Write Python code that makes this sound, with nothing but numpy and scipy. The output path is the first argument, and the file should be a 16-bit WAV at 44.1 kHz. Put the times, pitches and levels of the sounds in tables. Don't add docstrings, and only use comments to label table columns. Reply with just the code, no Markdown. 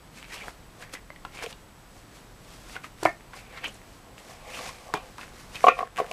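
import sys
import numpy as np
from scipy import signal
from scipy.fft import rfft, irfft
from scipy.io import wavfile
from scipy.ndimage import uniform_filter1d

SR = 44100
rng = np.random.default_rng(int(sys.argv[2]) if len(sys.argv) > 2 else 0)


def makeup_ratio(level_db):
    decades = np.asarray(level_db, float) / 20
    return 10 ** decades


def to_wav(sig):
    pcm = np.clip(np.atleast_2d(sig), -1, 1) * 32767
    pcm = np.round(pcm).astype(np.int16)
    wavfile.write(sys.argv[1], SR, pcm.T)


N = 269892

# pitch_hz, level_db (per Hz)
FIZZ = [(300, 0), (1000, 1.5), (2500, -2), (5000, -1.5), (8000, -5), (11000, -10), (15000, -18.5)]
# pitch_hz, level_db, t60_s (time to die by 60 dB)
TABLE_MODES = [(250, -14, 0.074), (408, -4, 0.1), (483.4, 4.5, 0.14), (515, 1, 0.18), (655, -2, 0.12),
               (701, 5, 0.09), (744, 10, 0.053), (809, 4.5, 0.063), (1124, 6.5, 0.03), (1087, -1, 0.12),
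               (1175, -2, 0.12)]


def evened(x):
    return x / np.sqrt(np.mean(x ** 2) + 1e-20)


def read(points, hz):
    point_hz, value = np.transpose(points)
    return np.interp(np.log(hz + 1), np.log(point_hz + 1), value)


def coloured(x, points):
    gain = makeup_ratio(read(points, np.fft.rfftfreq(len(x), 1 / SR)))
    return irfft(rfft(x) * gain, len(x))


def add(mix, s, sound):
    part = mix[round(s * SR):][:len(sound)]
    part += sound[:len(part)]


def resonate(x, hz, width_hz):
    turn = np.exp(2j * np.pi * np.cumsum(hz * np.ones(len(x))) / SR)
    r = np.exp(-np.pi * width_hz / SR)
    smooth = signal.lfilter([1 - r], [1, -r], x / turn)
    return 2 * (turn * smooth).real


def ring(modes, extra_db=0, rise_ms=0.073, size=6000):
    t = np.arange(size) / SR
    hz, db, t60 = np.transpose(modes)[:, :, None]
    wide_gap = np.diff(np.log(hz), axis=0, prepend=0) > .17
    sign = (-1.) ** np.cumsum(wide_gap, axis=0)
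    tones = sign * makeup_ratio(db + extra_db - 60 * t / abs(t60)) * np.sin(2 * np.pi * hz * t)
    out = tones.sum(0) * (1 - np.exp(-(1000 * t / rise_ms) ** 2))
    return out / abs(out).max()


def puff(t, t60):
    return evened(coloured(rng.standard_normal(len(t)), FIZZ)) * makeup_ratio(-60 * t / t60)


def swell(rows, t):
    s, db, rise_ms, fall_ms = np.transpose(rows)[:, :, None]
    ms = 1000 * (t - s)
    away = np.where(ms < 0, -ms / np.maximum(rise_ms, 2), ms / np.maximum(fall_ms, 2))
    return np.sqrt((makeup_ratio(db - 10 * away) ** 2).sum(0))


def background():
    # pitch_hz, level_db (per Hz)
    hiss_colour = [(13, -33), (22, 7), (64, -10), (111, -3), (370, -11.5), (1050, -14.5), (3060, -23),
                   (15400, -33.5)]
    # pitch_hz, width_hz, level_db (rms)
    low_hum = (43.5, 7, -58)
    # pitch_hz, level_db (rms)
    whine_tones = [(7854, -74), (7881, -77), (7940, -76), (7973, -84), (8032, -94), (8091, -79)]
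    hiss_db = -50.5
    t = np.arange(N) / SR
    rates_hz = np.geomspace(.3, 12, 24)
    drift = evened(sum(np.sin(2 * np.pi * (f * t + rng.random())) / np.sqrt(f) for f in rates_hz))
    hiss = makeup_ratio(hiss_db + .6 * drift) * evened(coloured(rng.standard_normal(N), hiss_colour))
    hum_hz, hum_width_hz, hum_db = low_hum
    hum = makeup_ratio(hum_db) * evened(resonate(rng.standard_normal(N), hum_hz, hum_width_hz))
    whine = np.zeros(N)
    for hz, db in whine_tones:
        whine += np.sqrt(2) * makeup_ratio(db) * np.sin(2 * np.pi * (hz * t + rng.random()))
    return hiss + hum + whine


def strokes():
    # peak_s, level_db, rise_ms, fall_ms
    glides = [(.175, -48.5, 34, 60), (.34, -41.5, 33, 43), (.49, -47.5, 91, 31), (.825, -47.5, 33, 24),
              (.94, -35, 7.9, 10.4), (1.36, -47, 25, 44), (1.435, -37.5, 13.4, 14), (1.51, -44, 34, 12),
              (1.98, -55, 62, 63), (2.165, -52, 51, 60), (2.54, -51, 130, 92), (2.74, -45, 86, 27),
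              (2.845, -47.5, 11, 31), (3.04, -41.5, 30, 55), (3.37, -47, 30, 45), (3.575, -57, 65, 30),
              (3.675, -49, 14, 50), (3.76, -54, 38, 33), (3.95, -57.5, 170, 70)]
    # peak_s, level_db, rise_ms, fall_ms, gap_hz
    scrapes = [(.19, -52, 30, 23, 2400), (.245, -46.5, 12, 10, 2200), (.335, -43.5, 28, 24, 2260),
               (.385, -48.5, 37, 21, 2830), (.425, -45, 32, 30, 2190), (.826, -49, 22, 64, 1780),
               (0.955, -43, 17, 21, 1860), (1.39, -42.5, 42, 42, 2100), (1.43, -40, 15, 14, 2570),
               (3.644, -35.5, 6.8, 6.1, 1600), (2.76, -45.5, 22, 14, 2220), (2.843, -42, 6.6, 15, 2100),
               (3.045, -48, 20, 10, 1830), (3.37, -51, 30, 99, 2100), (3.585, -41, 46, 12, 2050),
               (3.654, -35, 17, 18, 2400), (4.55, -49, 124, 64, 2350), (4.67, -61, 44, 120, 2250),
               (4.95, -40, 9.9, 35, 2660), (5.225, -51, 27, 50, 1600), (5.56, -42, 14, 29, 2530),
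               (5.635, -49, 6.9, 13.5, 2020), (5.795, -43.5, 66, 55, 1590), (5.975, -39.5, 6.7, 47, 1690)]
    # peak_s, level_db, rise_ms, fall_ms
    drags = [(.44, -47, 28, 30), (.485, -43.5, 20, 12), (.826, -51.5, 40, 56), (1.44, -46, 34, 33),
             (1.97, -55, 41, 33), (2.761, -47, 6.2, 13), (3.36, -53, 20, 66), (3.57, -51, 80, 30),
             (3.645, -46.5, 25, 44), (4.1, -54.5, 110, 170), (4.32, -56, 80, 100), (4.49, -46, 81, 36),
             (4.6, -44, 20, 100), (4.69, -47, 54, 38), (4.9, -42, 56, 21), (4.98, -45, 13, 77),
             (5.2, -55, 9.6, 170), (5.41, -72, 43, 43), (6.03, -40, 53, 54)]
    # peak_s, level_db, rise_ms, fall_ms
    pushes = [(4.189, -49, 10, 29), (4.31, -49, 97, 68), (4.55, -42.5, 63, 210), (4.68, -41, 104, 28),
              (4.85, -55, 60, 130), (4.945, -47.5, 8.2, 39), (5.081, -54.5, 83, 60), (5.21, -48, 35, 72),
              (5.4, -50.5, 80, 105), (5.555, -45, 40, 66), (5.66, -39.5, 50, 22), (5.79, -47.5, 75, 55),
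              (5.99, -39.5, 16, 19), (6.115, -50, 92, 20)]
    glide_hz, glide_gap_db = 2100, -12
    push_gap_db, push_drum_db = -8, -14.5
    scrape_fizz_db, scrape_drum_db = -32.5, -32

    slips = rng.standard_normal((3, N)) * makeup_ratio(1.8 * np.minimum(rng.exponential(1, (3, N)), 6))
    clumps = evened(uniform_filter1d(rng.standard_normal((3, N)), 130))
    slips *= makeup_ratio([[1.7], [2.2], [2.6]] * clumps)
    fizz = evened(coloured(slips[0], FIZZ))
    drum = evened(signal.oaconvolve(slips[1], ring(TABLE_MODES))[:N])
    flutter = uniform_filter1d(uniform_filter1d(rng.standard_normal(N), 400), 400)
    wander = 2 ** (.09 * evened(flutter))

    def gap(at, hz):
        hz = hz * wander[at]
        wide = resonate(resonate(slips[2, at], 1690, 1600), 1640, 3600)
        return evened(resonate(resonate(slips[2, at], hz, 600), hz, 1200) + 0.35 * wide)

    t, coarse = np.arange(N) / SR, np.arange(0, N / SR, .001)
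    glide, push, drag = (np.interp(t, coarse, swell(rows, coarse)) for rows in (glides, pushes, drags))
    sing = gap(slice(None), glide_hz)
    out = glide * (fizz + makeup_ratio(glide_gap_db) * sing) + drag * drum
    out += push * (fizz + makeup_ratio(push_gap_db) * sing + makeup_ratio(push_drum_db) * drum)
    for *row, hz in scrapes:
        at = slice(max(round((row[0] - .25) * SR), 0), round((row[0] + .3) * SR))
        scrape = gap(at, hz) + makeup_ratio(scrape_fizz_db) * fizz[at] + makeup_ratio(scrape_drum_db) * drum[at]
        out[at] += swell([row], t[at]) * scrape
    return out


def clicks():
    # start_s, peak_db, centre_hz
    catches = [(0.228, -29, 3000), (0.2836, -38, 1900), (0.4824, -20.5, 1580), (0.4945, -34, 1990),
               (0.8954, -37, 2280), (2.6973, -33, 2280), (2.986, -40, 2030), (3.208, -37, 2170),
               (3.544, -40, 1740), (3.6795, -33, 2500), (3.817, -37, 2150), (4.181, -30, 2600),
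               (5.2799, -34, 1810), (5.4153, -43, 2420), (1.4252, -29, 1500), (5.4982, -39, 1400),
               (5.5521, -30, 2330), (5.6072, -26.5, 2270), (5.7892, -23, 1830), (5.8744, -29.5, 1490),
               (5.9611, -27, 2610), (5.9698, -22, 2420), (5.9775, -19.5, 2410), (6.0014, -22, 1410),
               (6.0445, -27, 1400), (6.0644, -29.5, 2480)]
    out, t = np.zeros(N), np.arange(400) / SR
    for s, db, hz in catches:
        front = np.cos(2 * np.pi * 6500 * t) * np.exp(-t / .00006) + .25 * puff(t, .006)
        click = np.sin(2 * np.pi * hz * t) * np.exp(-1.1 * hz * t) + 0.53 * front
        add(out, s, makeup_ratio(db) * click / abs(click).max())
    return out


def squeals():
    # start_s, length_ms, level_db, start_hz, end_hz
    slides = [(.302, 22, -48, 1750, 2100), (.318, 26, -44, 2250, 2050), (.356, 36, -49, 2600, 2900),
              (.4, 36, -45, 2500, 2200), (.33, 30, -50, 5200, 5500), (.428, 25, -52, 1500, 1200),
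              (3.632, 18, -40, 2300, 1900), (3.645, 18, -33, 2800, 3050), (3.653, 12, -33, 2800, 2350),
              (3.66, 15, -40, 3000, 2900), (3.68, 30, -47, 2900, 3050), (3.57, 16, -50, 3800, 4100),
              (4.534, 24, -40, 2650, 2700), (4.588, 10, -46, 4200, 4150), (4.615, 100, -52, 5000, 4900),
              (4.63, 50, -53, 6700, 6400), (4.63, 60, -47, 2200, 2500), (4.49, 20, -48, 2100, 2300),
              (4.56, 50, -48, 2800, 2650), (5.631, 8, -40, 1500, 1500)]
    width_at_2500_hz, purity = 380, .35
    out = np.zeros(N)
    for s, ms, db, from_hz, to_hz in slides:
        u = np.linspace(0, 1, max(round(ms * SR / 1000), 64))
        hz = from_hz + (to_hz - from_hz) * u
        width = width_at_2500_hz * from_hz / 2500
        fuzz = evened(resonate(resonate(rng.standard_normal(len(u)), hz, width), hz, 2 * width))
        tone = np.sqrt(2) * np.sin(2 * np.pi * np.cumsum(hz) / SR)
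        rounded = np.sqrt(np.sin(np.pi * u ** .8))
        add(out, s, makeup_ratio(db) * rounded * evened(purity * tone + fuzz))
    return out


def ticks():
    # start_s, peak_db, pitch_hz
    corners = [(3.671, -40, 10500), (3.6745, -44, 7500), (3.6808, -35, 7000), (3.6843, -36, 7500),
               (3.7425, -38, 9500), (3.746, -40, 7500), (.9345, -36, 9900), (.9385, -40, 11000),
               (.809, -44, 9000), (5.6072, -34, 6000), (5.672, -30, 6500), (5.6868, -24, 6000)]
    out, t = np.zeros(N), np.arange(200) / SR
    for s, db, hz in corners:
        tick = np.sin(2 * np.pi * hz * t) * t * np.exp(-0.7 * hz * t)
        add(out, s, makeup_ratio(db) * tick / abs(tick).max())
    return out


def snaps():
    # start_s, peak_db, ring_hz, t60_s
    crisp = [(0.823, -35.5, 1610, 0.03), (1.425, -28.5, 815, 0.023), (1.436, -36, 1070, 0.011),
             (1.462, -25, 2470, 0.023), (1.527, -32.5, 2900, 0.02), (2.84, -41, 1690, 0.02),
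             (3.339, -35.5, 1060, 0.046), (3.366, -47, 2530, 0.03), (5.182, -30.5, 990, 0.028),
             (5.556, -24.5, 2560, 0.024), (6.114, -22, 2340, 0.0081)]
    # start_s, peak_db, ring_hz,
    # t60_s
    soft = [(2.757, -35, 764, 0.06), (0.952, -32.5, 2005, 0.072), (1.103, -31, 1110, 0.013),
            (1.161, -34, 1960, 0.032), (1.25, -23.5, 1040, 0.017), (1.254, -31.5, 1380, 0.023),
            (2.757, -32, 2150, 0.034), (2.764, -25.5, 1463, 0.035), (2.843, -25.5, 1240, 0.025),
            (3.334, -32.5, 1460, 0.021), (3.574, -34.5, 1340, 0.043), (3.672, -35.5, 258, 0.053),
            (3.6598, -27, 2415, 0.012), (4.548, -33, 2600, 0.02), (4.572, -30.5, 1080, 0.045),
            (4.59, -28, 1125, 0.03), (4.608, -33, 700, .04), (4.66, -33, 750, .04),
            (4.691, -31, 1067, 0.06), (5.192, -31.5, 1140, 0.028), (5.212, -31.5, 2620, 0.021),
            (5.231, -31, 1420, 0.027), (5.6955, -30, 2200, .07), (5.686, -26, 2000, .1),
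            (5.684, -22, 2300, .06), (5.704, -33, 2600, .06), (5.718, -36, 1850, .1),
            (5.752, -36, 2400, .05), (5.809, -26, 520, .09), (5.855, -38, 1100, .1)]
    out, t = np.zeros(N), np.arange(3000) / SR
    for rows, tick_db, fuzz in ((soft, -49, 0.59), (crisp, -9.5, 0.74)):
        for s, db, hz, t60 in rows:
            paper = resonate(resonate(rng.standard_normal(len(t)), 1.15 * hz, 1200), hz, 2500)
            body = np.sin(2 * np.pi * hz * t) + fuzz * evened(paper)
            body *= makeup_ratio(-60 * t / max(t60, .004)) * np.minimum(t / 0.00017, 1)
            add(out, s, makeup_ratio(db) * (body / abs(body).max() + makeup_ratio(tick_db) * puff(t, 0.011)))
    return out


def rings():
    # start_s, peak_db, pitch_hz, t60_s
    freed = [(5.695, -17, 1392, .07), (5.685, -22, 1830, .14), (5.682, -14, 2420, .06),
             (5.689, -19, 2560, .07), (5.703, -27, 2650, .06), (5.717, -30, 2360, .11),
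             (5.731, -31, 2530, .07), (5.716, -24, 520, .1), (5.668, -24, 2900, .04),
             (1.102, -37, 2050, .02), (1.101, -40, 600, .02), (3.084, -33, 1800, .04),
             (3.09, -34, 2150, .05), (4.948, -36, 2420, .12), (4.968, -35, 1120, .07)]
    out = np.zeros(N)
    for s, db, hz, t60 in freed:
        add(out, s, makeup_ratio(db) * ring([(hz, 0, t60)], rise_ms=1.6))
    return out


def knocks():
    # start_s, peak_db, tilt_db (to high tones), crack_db, free_ms (until damped)
    blows = [(1.387, -36, 1, -1, 6.2), (1.439, -29.5, -30, -14, 45), (1.465, -30, -17, -19, 17),
             (4.9445, -26, -4, -12, 5.7), (4.924, -43, 7, -5, 11), (5.6407, -2, 3, -23.5, 11),
             (5.667, -0.5, 5.5, -21, 17), (5.6807, -6.5, -12, -9.5, 6.2), (5.6838, 1.5, 12, -14, 8),
             (5.692, -14, -14, -14, 11), (5.7155, -19, 8, -20, 16), (5.768, -27, 6, -22, 6.5),
             (5.779, -27, 1.5, -14, 9), (5.789, -13.5, 5, -13.5, 9), (5.8053, -16.5, 9, -30, 11),
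             (5.8279, -13.5, 3.5, -38, 9.1), (5.984, -18, 7, -14, 16), (5.991, -19.5, 7, -20, 4.1),
             (6, -10, -1, -21, 7.7), (6.014, -20.5, -21, -30, 6.2), (6.026, -40, -3, -20, 8),
             (6.111, -25, -2.5, -25, 13)]
    # pitch_hz, level_db, t60_s
    free_modes = [(484, 0, 0.073), (722, 4.5, 0.1), (1101, 1, 0.14), (1260, -20, 0.04)]
    # pitch_hz, level_db, t60_s
    crack_modes = [(1400, -4.5, 0.12), (1830, -7.5, 0.072), (1994, -10, 0.11), (2370, 6.5, 0.022),
                   (2620, 9, 0.0091), (3140, -7, 0.025), (3310, -13, 0.014), (3720, -7, 0.015)]
    stiffen = .005
    out, t = np.zeros(N), np.arange(6000) / SR
    side = np.array([-1, 0, 1, 1])[:, None]
    hz = np.transpose(TABLE_MODES)[0][:, None]
    for s, db, tilt_db, crack_db, free_ms in blows:
        free = np.exp(-(1000 * t / max(free_ms, 2)) ** 4)
        paper = evened(resonate(resonate(rng.standard_normal(len(t)), 2300, 1400), 2100, 2200))
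        paper *= makeup_ratio(-60 * t / 0.2)
        crack = ring(crack_modes, 2.7 * rng.standard_normal((len(crack_modes), 1)), rise_ms=2.1)
        crack += 0.31 * paper * np.minimum(t / 0.0011, 1)
        sharper = 1 + stiffen * np.clip(tilt_db - 4, -6, 10)
        blow = ring(free_modes * np.array([sharper, 1, 1]), side * tilt_db, rise_ms=1.05)
        varied = TABLE_MODES * (1 + [.015, 0, .2] * rng.standard_normal((len(TABLE_MODES), 3)))
        duller_db = -13 * np.log2(hz / 500) + 4 * rng.standard_normal(hz.shape)
        after = ring(varied, duller_db, rise_ms=6.4)
        add(out, s, makeup_ratio(db) * (free * blow + (0.23 + free) * makeup_ratio(crack_db) * crack + 0.06 * after))
    return out


def air_pops(rows, modes, ring_db):
    pops, t = np.zeros(N), np.arange(3000) / SR
    for s, db, hz, ms, puff_db in rows:
        pop = np.sin(2 * np.pi * hz * t) * np.minimum(t * hz * 1.2, 1) * makeup_ratio(-60000 * t / ms)
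        add(pops, s, makeup_ratio(db) * (pop / pop.max() + makeup_ratio(puff_db) * puff(t, 0.013)))
    return pops + makeup_ratio(ring_db) * signal.oaconvolve(pops, ring(modes))[:N]


def pile_slaps():
    # start_s, peak_db, pop_hz, t60_ms, puff_db (over the pop)
    contacts = [
        (3.0287, -24, 420, 8, -20),
        (3.031, -25, 950, 9, -16),
        (3.0522, -18, 2300, 10, -7),
        (3.0541, -8, 740, 10, -39),
        (3.0574, -9, 1000, 6, -34),
        (3.0594, -12, 2200, 11, -40),
        (3.064, -24, 1750, 12, -9),
        (3.069, -22, 1836, 21, -17),
        (3.052, -33, 133, 33, -49),
        (3.033, -31, 1780, 10, 5),
    ]
    # pitch_hz, level_db, t60_s
    pile_modes = [(318, 9, 0.086), (400, 1, 0.05), (565, -11, .1), (735, -7, 0.12), (813, -2, 0.1),
                  (1136, -2, 0.08), (1233, -4, .08), (1389, 7, 0.08), (1775, 7, 0.08), (1830, -1, .13),
                  (2019, -2, .09), (2110, -1, 0.09), (2235, 1, 0.08), (2390, 0, .05)]
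    return air_pops(contacts, pile_modes, -31)


def pack_drops():
    # start_s, peak_db, pop_hz, t60_ms, puff_db (over the pop)
    contacts = [
        (4.9372, -34, 900, 4, -10),
        (4.9391, -10.5, 1250, 2.8, -14.5),
        (4.9398, -26, 330, 20, -20),
        (4.94, -33, 180, 30, -30),
        (4.9405, -27, 3200, 4, -6),
        (4.9418, -19, 850, 10, -20),
        (4.951, -30, 760, 20, -19),
    ]
    # pitch_hz, level_db, t60_s
    bare_modes = [(410, 4, .09), (500, 0, .1), (745, 7, .08), (775, 3, .1), (1100, 0, .1), (1180, 0, .08),
                  (1420, -4, .05), (1750, -6, .06), (2400, -2, .1), (2620, -6, .05), (3200, -10, .04)]
    return air_pops(contacts, bare_modes, -38)


def room(x):
    # pitch_hz, t60_s
    decay = [(250, 0.21), (1000, 0.15), (3000, 0.19), (8000, 0.12)]
    taps = np.zeros(SR // 2)
    at = np.arange(300, len(taps) - 20, 20)
    taps[at + rng.integers(0, 20, len(at))] = rng.choice([-1., 1.], len(at))
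    hz, t, z = signal.stft(taps, SR, nperseg=256)
    fading = z * makeup_ratio(-60 * t / read(decay, hz)[:, None])
    tail = signal.istft(fading, SR, nperseg=256)[1]
    return signal.fftconvolve(x, tail / np.linalg.norm(tail))[:N]


def scene():
    bass_cut = signal.butter(2, 170, "high", fs=SR, output="sos")
    cards = signal.sosfilt(bass_cut, clicks() + ticks() + snaps() + rings())
    blows = signal.sosfilt(bass_cut, knocks())
    hits = cards + pile_slaps() + pack_drops()
    rubs = strokes() + squeals()
    wet = room(makeup_ratio(-12) * hits + makeup_ratio(-17) * blows + makeup_ratio(-17) * rubs)
    return (background() + hits + blows + rubs + wet)[None]


def top_cut(x):
    return signal.sosfilt(signal.butter(12, 15550, fs=SR, output="sos"), x)


def record(dry):
    # pitch_hz, level_db
    mic = [(22, -1.5), (31, -8), (38, 0.5), (14000, -0.5), (15000, -7), (15600, -30), (17000, -61)]
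    power_db = 10 * np.log10(abs(uniform_filter1d(dry[0] ** 2, 300)) + 1e-12)
    fall = np.arange(N) * 25.0 / SR
    held_db = np.maximum.accumulate(power_db + fall) - fall
    over_db = np.maximum(held_db + 15, 0)
    ducked = dry / makeup_ratio(.35 * signal.lfilter([.002], [1, -.998], over_db))
    finished = np.clip(coloured(ducked[0], mic)[None], -1, 1)
    return top_cut(finished)


dry = scene()
out = record(dry)
to_wav(out)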